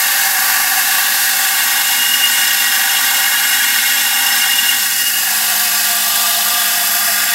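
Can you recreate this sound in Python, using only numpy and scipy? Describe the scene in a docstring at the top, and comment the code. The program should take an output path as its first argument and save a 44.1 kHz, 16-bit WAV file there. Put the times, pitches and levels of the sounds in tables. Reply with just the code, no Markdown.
"""A dense, ringing hiss is heard first, over a low hum: a magnetic tumbler whirls pins through a water bucket.
Random pin clicks, bunched by the passing magnets, excite the bucket's resonances; the motor adds hum lines.
The microphone moves from the rim to the middle of the opening, where sharp whines swell, then draws back.
An arm reaches in: damped resonances replace the open ones, rings glide to rest, and the hum becomes a drone."""
import sys
import numpy as np
from scipy import signal
from scipy.fft import rfft, irfft
from scipy.io import wavfile

SR = 44100
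rng = np.random.default_rng(int(sys.argv[2]) if len(sys.argv) > 2 else 0)


def bounce(signal):
    """Save signal as a 16-bit WAV file at the path given by the first command-line argument."""
    frames = np.transpose(np.atleast_2d(signal))
    limited = np.clip(frames, -1, 1)
    pcm = np.round(limited * 32767).astype(np.int16)
    wavfile.write(sys.argv[1], SR, pcm)


N = 323730
TIME = np.arange(N) / SR
SIZE, HOP = 2048, 256  # short-time spectrum: frame and step [samples]
BINS = np.fft.rfftfreq(SIZE, 1 / SR)  # [Hz]
STIR_HZ = 0.6  # the hand's slow stirring


def amp(db):
    """Logarithmic level: decibels become an amplitude ratio."""
    return 10 ** (np.asarray(db) / 20)


def evened(x):
    """Normalization: the signal is scaled to an rms of 1."""
    return x / np.sqrt(np.mean(x ** 2) + 1e-20)


def blend(a, b, share):
    """Linear interpolation: a becomes b as the share goes from 0 to 1."""
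    return a + share * (b - a)


def swell(t, centre_s, half_s):
    """Gaussian envelope: a smooth rise to 1 and fall, down to 1/e at half_s from the centre."""
    return np.exp(-((t - centre_s) / half_s) ** 2)


def drift(rate_hz):
    """Low-passed noise: a random wander of rms 1, mostly slower than the rate."""
    hz = np.fft.rfftfreq(N, 1 / SR)
    spectrum = rfft(rng.standard_normal(N))
    return evened(irfft(spectrum / (1 + (hz / rate_hz) ** 4), N))


def follow(table, t):
    """Piecewise-linear control: the columns of a curve at the times t."""
    s, *columns = np.transpose(table)
    return [np.interp(t, s, column) for column in columns]


def bell(hz, width):
    """Resonance: steep power response around each frequency, one row for each."""
    detuning = (BINS - hz[:, None]) / width[:, None]
    return (1 + detuning ** 2) ** -3.0


def band_db(power, lo, hi):
    """Band level: power density summed over one band in each frame."""
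    inside = (BINS > lo) & (BINS < hi)
    return 10 * np.log10(power[:, inside].sum(1) * SR / SIZE)


def resonance(hz, db, width_hz):
    """Tuned resonance: the power of one peak with a pitch and a total level in each frame."""
    power = bell(hz * np.ones(len(db)), width_hz * np.ones(len(db)))
    return power * amp(db - band_db(power, 0, SR))[:, None] ** 2


# where the microphone is: (time [s], place [0 at the rim to 1 over the middle])
MIC_POSITION = [(0, 0.067), (1.1, 0), (1.5, 0.38), (1.8, 0.67), (2.1, 0.86), (3.2, 0.83), (4.4, 1),
                (4.8, 0.82), (5.2, 0)]
# the arm's damping; a little colours the sound from the start: (time [s], share [0-1])
ARM_DAMPING = [(4.7, 0.1), (5.15, 0.44), (5.4, 0.97), (5.7, 1)]
# the microphone crosses the rim: (time [s], half length [s], strength [0-1])
RIM_CROSSINGS = [(1.397, 0.24, 0.34), (5.046, 0.24, 1)]


def placing(t):
    """Source-receiver geometry: microphone over the middle, the arm's damping, rim in the way, each 0-1."""
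    middle, arm = (np.clip(follow(curve, t)[0], 0, 1) for curve in (MIC_POSITION, ARM_DAMPING))
    crossing = sum(strength * swell(t, s, half_s) for s, half_s, strength in RIM_CROSSINGS)
    return middle, arm, crossing


def collisions(size_db=1.72, magnet_db=0.58, slosh_db=0.15, clump_db=0.49, clump_hz=40):
    """Shot noise: random pin clicks of uneven size, bunched by each passing magnet and the water's swirl."""
    hits_per_s, magnet_hz, slosh_hz = 26000, 51.8, 2.6
    hits = rng.random(N) < hits_per_s / SR
    sizes = amp(size_db * np.minimum(rng.exponential(1, N), 4))
    signs = rng.choice([-1, 1], N)
    turns = np.cumsum(magnet_hz + 0.3 * drift(2)) / SR
    surge_db = magnet_db * np.sin(2 * np.pi * turns)
    surge_db += slosh_db * np.sin(2 * np.pi * slosh_hz * TIME)
    return evened(hits * sizes * signs * amp(surge_db + clump_db * drift(clump_hz)))


# resonances of the open bucket, levels relative:
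# (frequency [Hz], width [Hz], density at the rim [dB per Hz], density over the middle [dB per Hz])
OPEN_MODES = [(215, 20, -74, -63.5), (258, 12, -60.5, -55.5), (562, 47, -67, -67.5),
              (766.5, 29.3, -49.5, -54.5), (804, 19, -53.5, -52), (925, 80, -59, -55),
              (1142, 62, -53.5, -56), (1469, 61, -52.5, -47.5), (1550, 37, -48, -47),
              (1662, 35, -46, -44.5), (1743, 140, -49.5, -57), (1889, 66, -50.5, -43.5),
              (2157, 28.4, -48, -42.5), (2383, 25, -60, -51.5), (2696, 20, -42, -47.5),
              (3272, 41, -55, -45.5), (3487, 36, -55, -45), (3850, 170, -62, -53), (4560, 400, -58, -61),
              (5290, 58, -54.5, -43.5), (5384, 45, -72, -48), (5730, 47, -60, -49), (6242, 54, -54, -49.5),
              (7330, 810, -61.5, -54), (7860, 59, -74, -54), (8331, 70, -61, -49), (8920, 130, -58, -50.5),
              (11510, 165, -52, -48), (12320, 782, -58, -61), (12550, 200, -59, -53)]
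# resonances with an arm in the bucket: (frequency [Hz], width [Hz], relative density [dB per Hz])
ARM_MODES = [(228, 39, -68.5), (510, 21, -62.5), (583, 28, -68.5), (808, 78, -56), (957, 180, -59.8),
             (1430, 36, -50.5), (1634, 90, -48.5), (1895, 61, -51), (2040, 130, -57), (2573, 59, -52),
             (2824, 54, -50), (3003, 110, -54.5), (3670, 170, -57), (4790, 260, -56), (5230, 97, -52),
             (7660, 1100, -59.5), (11720, 560, -53.5)]
# the hiss between the resonances: (frequency [Hz], relative density [dB per Hz])
HISS = [(30, -98.5), (90, -80), (180, -71), (400, -76), (650, -78), (1000, -67.5), (2500, -62), (4000, -58),
        (6500, -57.5), (9800, -59), (11500, -55.5), (13300, -58), (15600, -59)]
DAMPED_SHARE = 0.18, 0.92  # share of the arm's set of resonances at zero and at full arm damping


def bucket(t):
    """Modal filtering: power that the bucket passes to the microphone, as frames x bins."""
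    middle, arm, _ = placing(t)
    hz, width, rim_db, middle_db = np.transpose(OPEN_MODES)
    empty = amp(blend(rim_db, middle_db, middle[:, None])) ** 2 @ bell(hz, width)
    hz, width, db = np.transpose(ARM_MODES)
    blocked = amp(db) ** 2 @ bell(hz, width)
    hz, db = np.transpose(HISS)
    hiss = amp(np.interp(np.log(BINS + 1), np.log(hz), db)) ** 2
    damped = blend(*DAMPED_SHARE, arm[:, None])
    return hiss + bent(blend(empty, blocked, damped), t) + arm_rings(t)


# delay of the wall's echo, which changes as the microphone moves: (time [s], delay [s])
WALL_ECHO = [(.8, .00236), (1.1, .00252), (1.45, .00273), (1.93, 0.0023), (2.35, .00258), (3.3, .002375),
             (4.1, .00239), (4.5, .002464), (4.85, .0026), (5.25, .00278), (6.3, .00266), (7.3, .0027)]
WALL_SHARE, CROSSING_SHARE = 0.089, 0.06  # wall echo's amplitude share, and its rise at the rim
RIM_SHARE, RIM_PATH = 0.21, 0.58  # rim echo's share at a full crossing; its delay against the wall's
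STIR_S = 0.00006  # delay swing by the stirring, before each path's own sway [s]


def reflections(t, scatter=0.055, longest_s=0.009, sway=0.9, moving_gain=2.5, count=20):
    """Comb interference: echoes off rim and wall notch the hiss; the teeth slide as the delays change."""
    _, arm, crossing = (control[:, None] for control in placing(t))
    delay = follow(WALL_ECHO, t)[0][:, None]
    wall = WALL_SHARE + CROSSING_SHARE * crossing
    comb = np.ones((len(t), len(BINS)))
    for late, share in ((RIM_PATH * delay, RIM_SHARE * crossing), (delay, wall)):
        comb *= 1 + 2 * share * np.cos(2 * np.pi * BINS * late) + share ** 2
    stirring = STIR_S * arm * np.sin(2 * np.pi * STIR_HZ * t[:, None])
    moved = delay - delay.mean() + stirring
    ripple = np.zeros_like(comb)
    for path, lean in rng.random((count, 2)):  # fainter bounces between the walls
        late = 0.000992 + path * longest_s + sway * (2 * lean - 1) * moved
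        ripple += 2 * scatter * np.cos((2 * np.pi * BINS * late).astype("float32"))
    treble = np.interp(BINS, [1200, 4500], [0.3, 1])  # the ripple is weak below 1200 Hz, full above 4500 Hz
    comb *= np.exp(ripple * treble * (1.16 + moving_gain * wall))
    return comb / comb.mean(1, keepdims=True)


# loudness of the churning; rows are hollow body, rattle, edge and fizz:
# (level at the rim [dB], level over the middle [dB], level at full arm damping [dB],
#  change while crossing the rim [dB], change in a hot spot [dB])
CHURN_LEVELS = [(-24.5, -29, -26.5, -7, -3), (-21, -19, -23, -1.5, -1.5), (-25.5, -23.5, -24.5, -3.5, -1.2),
                (-16, -16.5, -16, -0.5, 0)]


def churned(power, t, wander_db=0.97, wander_hz=1.4):
    """Band-level control: four bands follow microphone and arm; all but the fizz wander a little."""
    middle, arm, crossing = placing(t)
    hot = sum(swell(t, s, half_s) for s, half_s, _, _ in HOT_SPOTS)
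    bands = [(650, 1300), (1400, 2300), (3000, 4400), (4400, 15000)]  # [Hz]
    rise_db = []
    for (rim_db, middle_db, arm_db, shade_db, hot_db), band in zip(CHURN_LEVELS, bands):
        level_db = blend(blend(rim_db, middle_db, middle), arm_db, arm)
        level_db = level_db + shade_db * crossing + hot_db * hot
        rise_db.append(level_db - band_db(power, *band))
    rise_db = np.array(rise_db)
    rise_db[:-1] += [wander_db * np.interp(t, TIME, drift(wander_hz)) for _ in bands[:-1]]
    # each weight is flat over its band and crossfades to its neighbours; below 450 Hz nothing changes
    corners = [450, 650, 1250, 1450, 2300, 3000, 4200, 4600]
    weights = [np.interp(BINS, corners, np.repeat(row, 2)[1:-1]) for row in np.eye(5)[1:]]
    return power * amp(rise_db.T @ weights) ** 2


# a close pair of sharp air resonances, strongest on the bucket's axis:
# (frequency [Hz], level at the rim [dB], level over the middle [dB]), before the arm's damping
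AXIAL_PAIR = [(2796, -33.5, -24), (2861, -34.5, -24)]
# hot spots that the microphone passes, where the whine swells and the roar thins:
# (time [s], half length [s], frequency [Hz], peak level before the arm's damping [dB])
HOT_SPOTS = [(2.13, 0.19, 2850, -17.5), (4.59, 0.13, 2837, -15), (5.105, 0.12, 2850, -18.5)]


def whine(t, pair_width_hz=28, swell_width_hz=36, shade_db=-10):
    """Axial air resonance: a pair rings, one strong tone takes over in a hot spot; rim and arm smother it."""
    middle, arm, crossing = placing(t)
    power = 0
    for hz, rim_db, middle_db in AXIAL_PAIR:
        level_db = blend(rim_db, middle_db, middle) + shade_db * crossing
        power = power + resonance(hz, level_db, pair_width_hz)
    for s, half_s, hz, db in HOT_SPOTS:
        tone = resonance(hz, np.full(len(t), db), swell_width_hz)
        power = blend(power, tone, swell(t, s, half_s)[:, None])
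    return (1 - arm[:, None]) * power


def pins():
    """Source-filter principle: the collisions heard through the bucket, its echoes and its air."""
    _, t, spectrum = signal.stft(collisions(), SR, nperseg=SIZE, noverlap=SIZE - HOP)
    power = churned(bucket(t) * reflections(t), t) + whine(t)
    filtered = spectrum * np.sqrt(power.T * SR / 2)  # density [per Hz] to gain on white noise
    return signal.istft(filtered, SR, nperseg=SIZE, noverlap=SIZE - HOP)[1][:N]


# hum of the motor and its stand: (frequency [Hz], mean level at the rim [dB], over the middle [dB])
HUM_LINES = [(90, -66, -62.5), (214, -54, -66), (225, -65, -50), (259, -61, -55.5), (341, -56.5, -70),
             (561, -50, -52.5), (608, -52, -56)]
# the drone that it shifts to: (frequency [Hz], mean level at zero arm damping [dB], at full damping [dB])
DRONE_LINES = [(30, -69, -69), (119, -72, -59.5), (130, -53, -80), (163, -55, -56), (209, -55.5, -45),
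               (267.6, -51, -53), (575, -65, -56)]


def motor(waver_hz=0.75, flutter_db=1.0, fade_s=0.25, drone_s=4.4):
    """Additive line spectrum: wavering hum lines cross-fade to a drone around drone_s."""
    middle, arm, _ = placing(TIME)
    wander, flutter = drift(4.3), drift(5.6)
    shifted = np.clip(0.5 + (TIME - drone_s) / fade_s, 0, 1)
    out = np.zeros(N)
    for lines, control, share in ((HUM_LINES, middle, 1 - shifted), (DRONE_LINES, arm, shifted)):
        for hz, from_db, to_db in lines:
            shift = rng.integers(N)  # every line wavers at its own moments
            turns = np.cumsum(hz + waver_hz * np.roll(wander, shift)) / SR
            db = blend(from_db, to_db, control) + flutter_db * np.roll(flutter, shift)
            out += share * amp(db) * np.sqrt(2) * np.sin(2 * np.pi * turns)
    return out


def bent(power, t, sag_share=0.022, stir_share=0.0075):
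    """Modal detuning: high resonances sag as the microphone crosses the rim and waver as the hand stirs."""
    _, arm, crossing = placing(t)
    sag = sag_share * crossing - stir_share * arm * np.cos(2 * np.pi * STIR_HZ * t)
    treble = np.interp(BINS, [2200, 2700], [0, 1])
    return np.array([np.interp(BINS * (1 + s * treble), BINS, frame) for s, frame in zip(sag, power)])


# narrow resonances around the arm, which swell and glide to rest as it dips:
# (start [s], rise time [s], first frequency [Hz], resting frequency [Hz], glide time [s], relative level [dB])
GAP_RINGS = [(5.18, .11, 785, 700, .22, -32.3), (5.2, 0.59, 1120, 1198, .5, -30),
             (5.6, .35, 3340, 3408, 0.27, -31.5)]


def arm_rings(t, ring_q=38, widest_hz=62):
    """Cavity resonance: each gap around the arm starts to ring and settles on its pitch."""
    power = 0
    for start, rise_s, first_hz, rest_hz, glide_s, db in GAP_RINGS:
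        age = np.maximum(t - start, 0)
        hz = blend(rest_hz, first_hz, np.exp(-age / glide_s))
        grown = 1 - np.exp(-age / rise_s)
        width_hz = min(rest_hz / ring_q, widest_hz)
        power = power + grown[:, None] ** 2 * resonance(hz, np.full(len(t), db), width_hz)
    return power


def scene():
    """Superposition: pins and motor add, the same in both channels."""
    return np.tile(pins() + motor(), (2, 1))


def record(dry, ceiling=0.85, edge_hz=15800):
    """Soft saturation and band limiting: the highest peaks are rounded, then a low-pass ends the treble."""
    rounded = dry / (1 + (dry / ceiling) ** 8) ** (1 / 8)
    lowpass = signal.firwin(511, edge_hz, window=("kaiser", 9), fs=SR)
    return signal.oaconvolve(rounded, lowpass[None], "same")


dry = scene()
out = record(dry)
bounce(out)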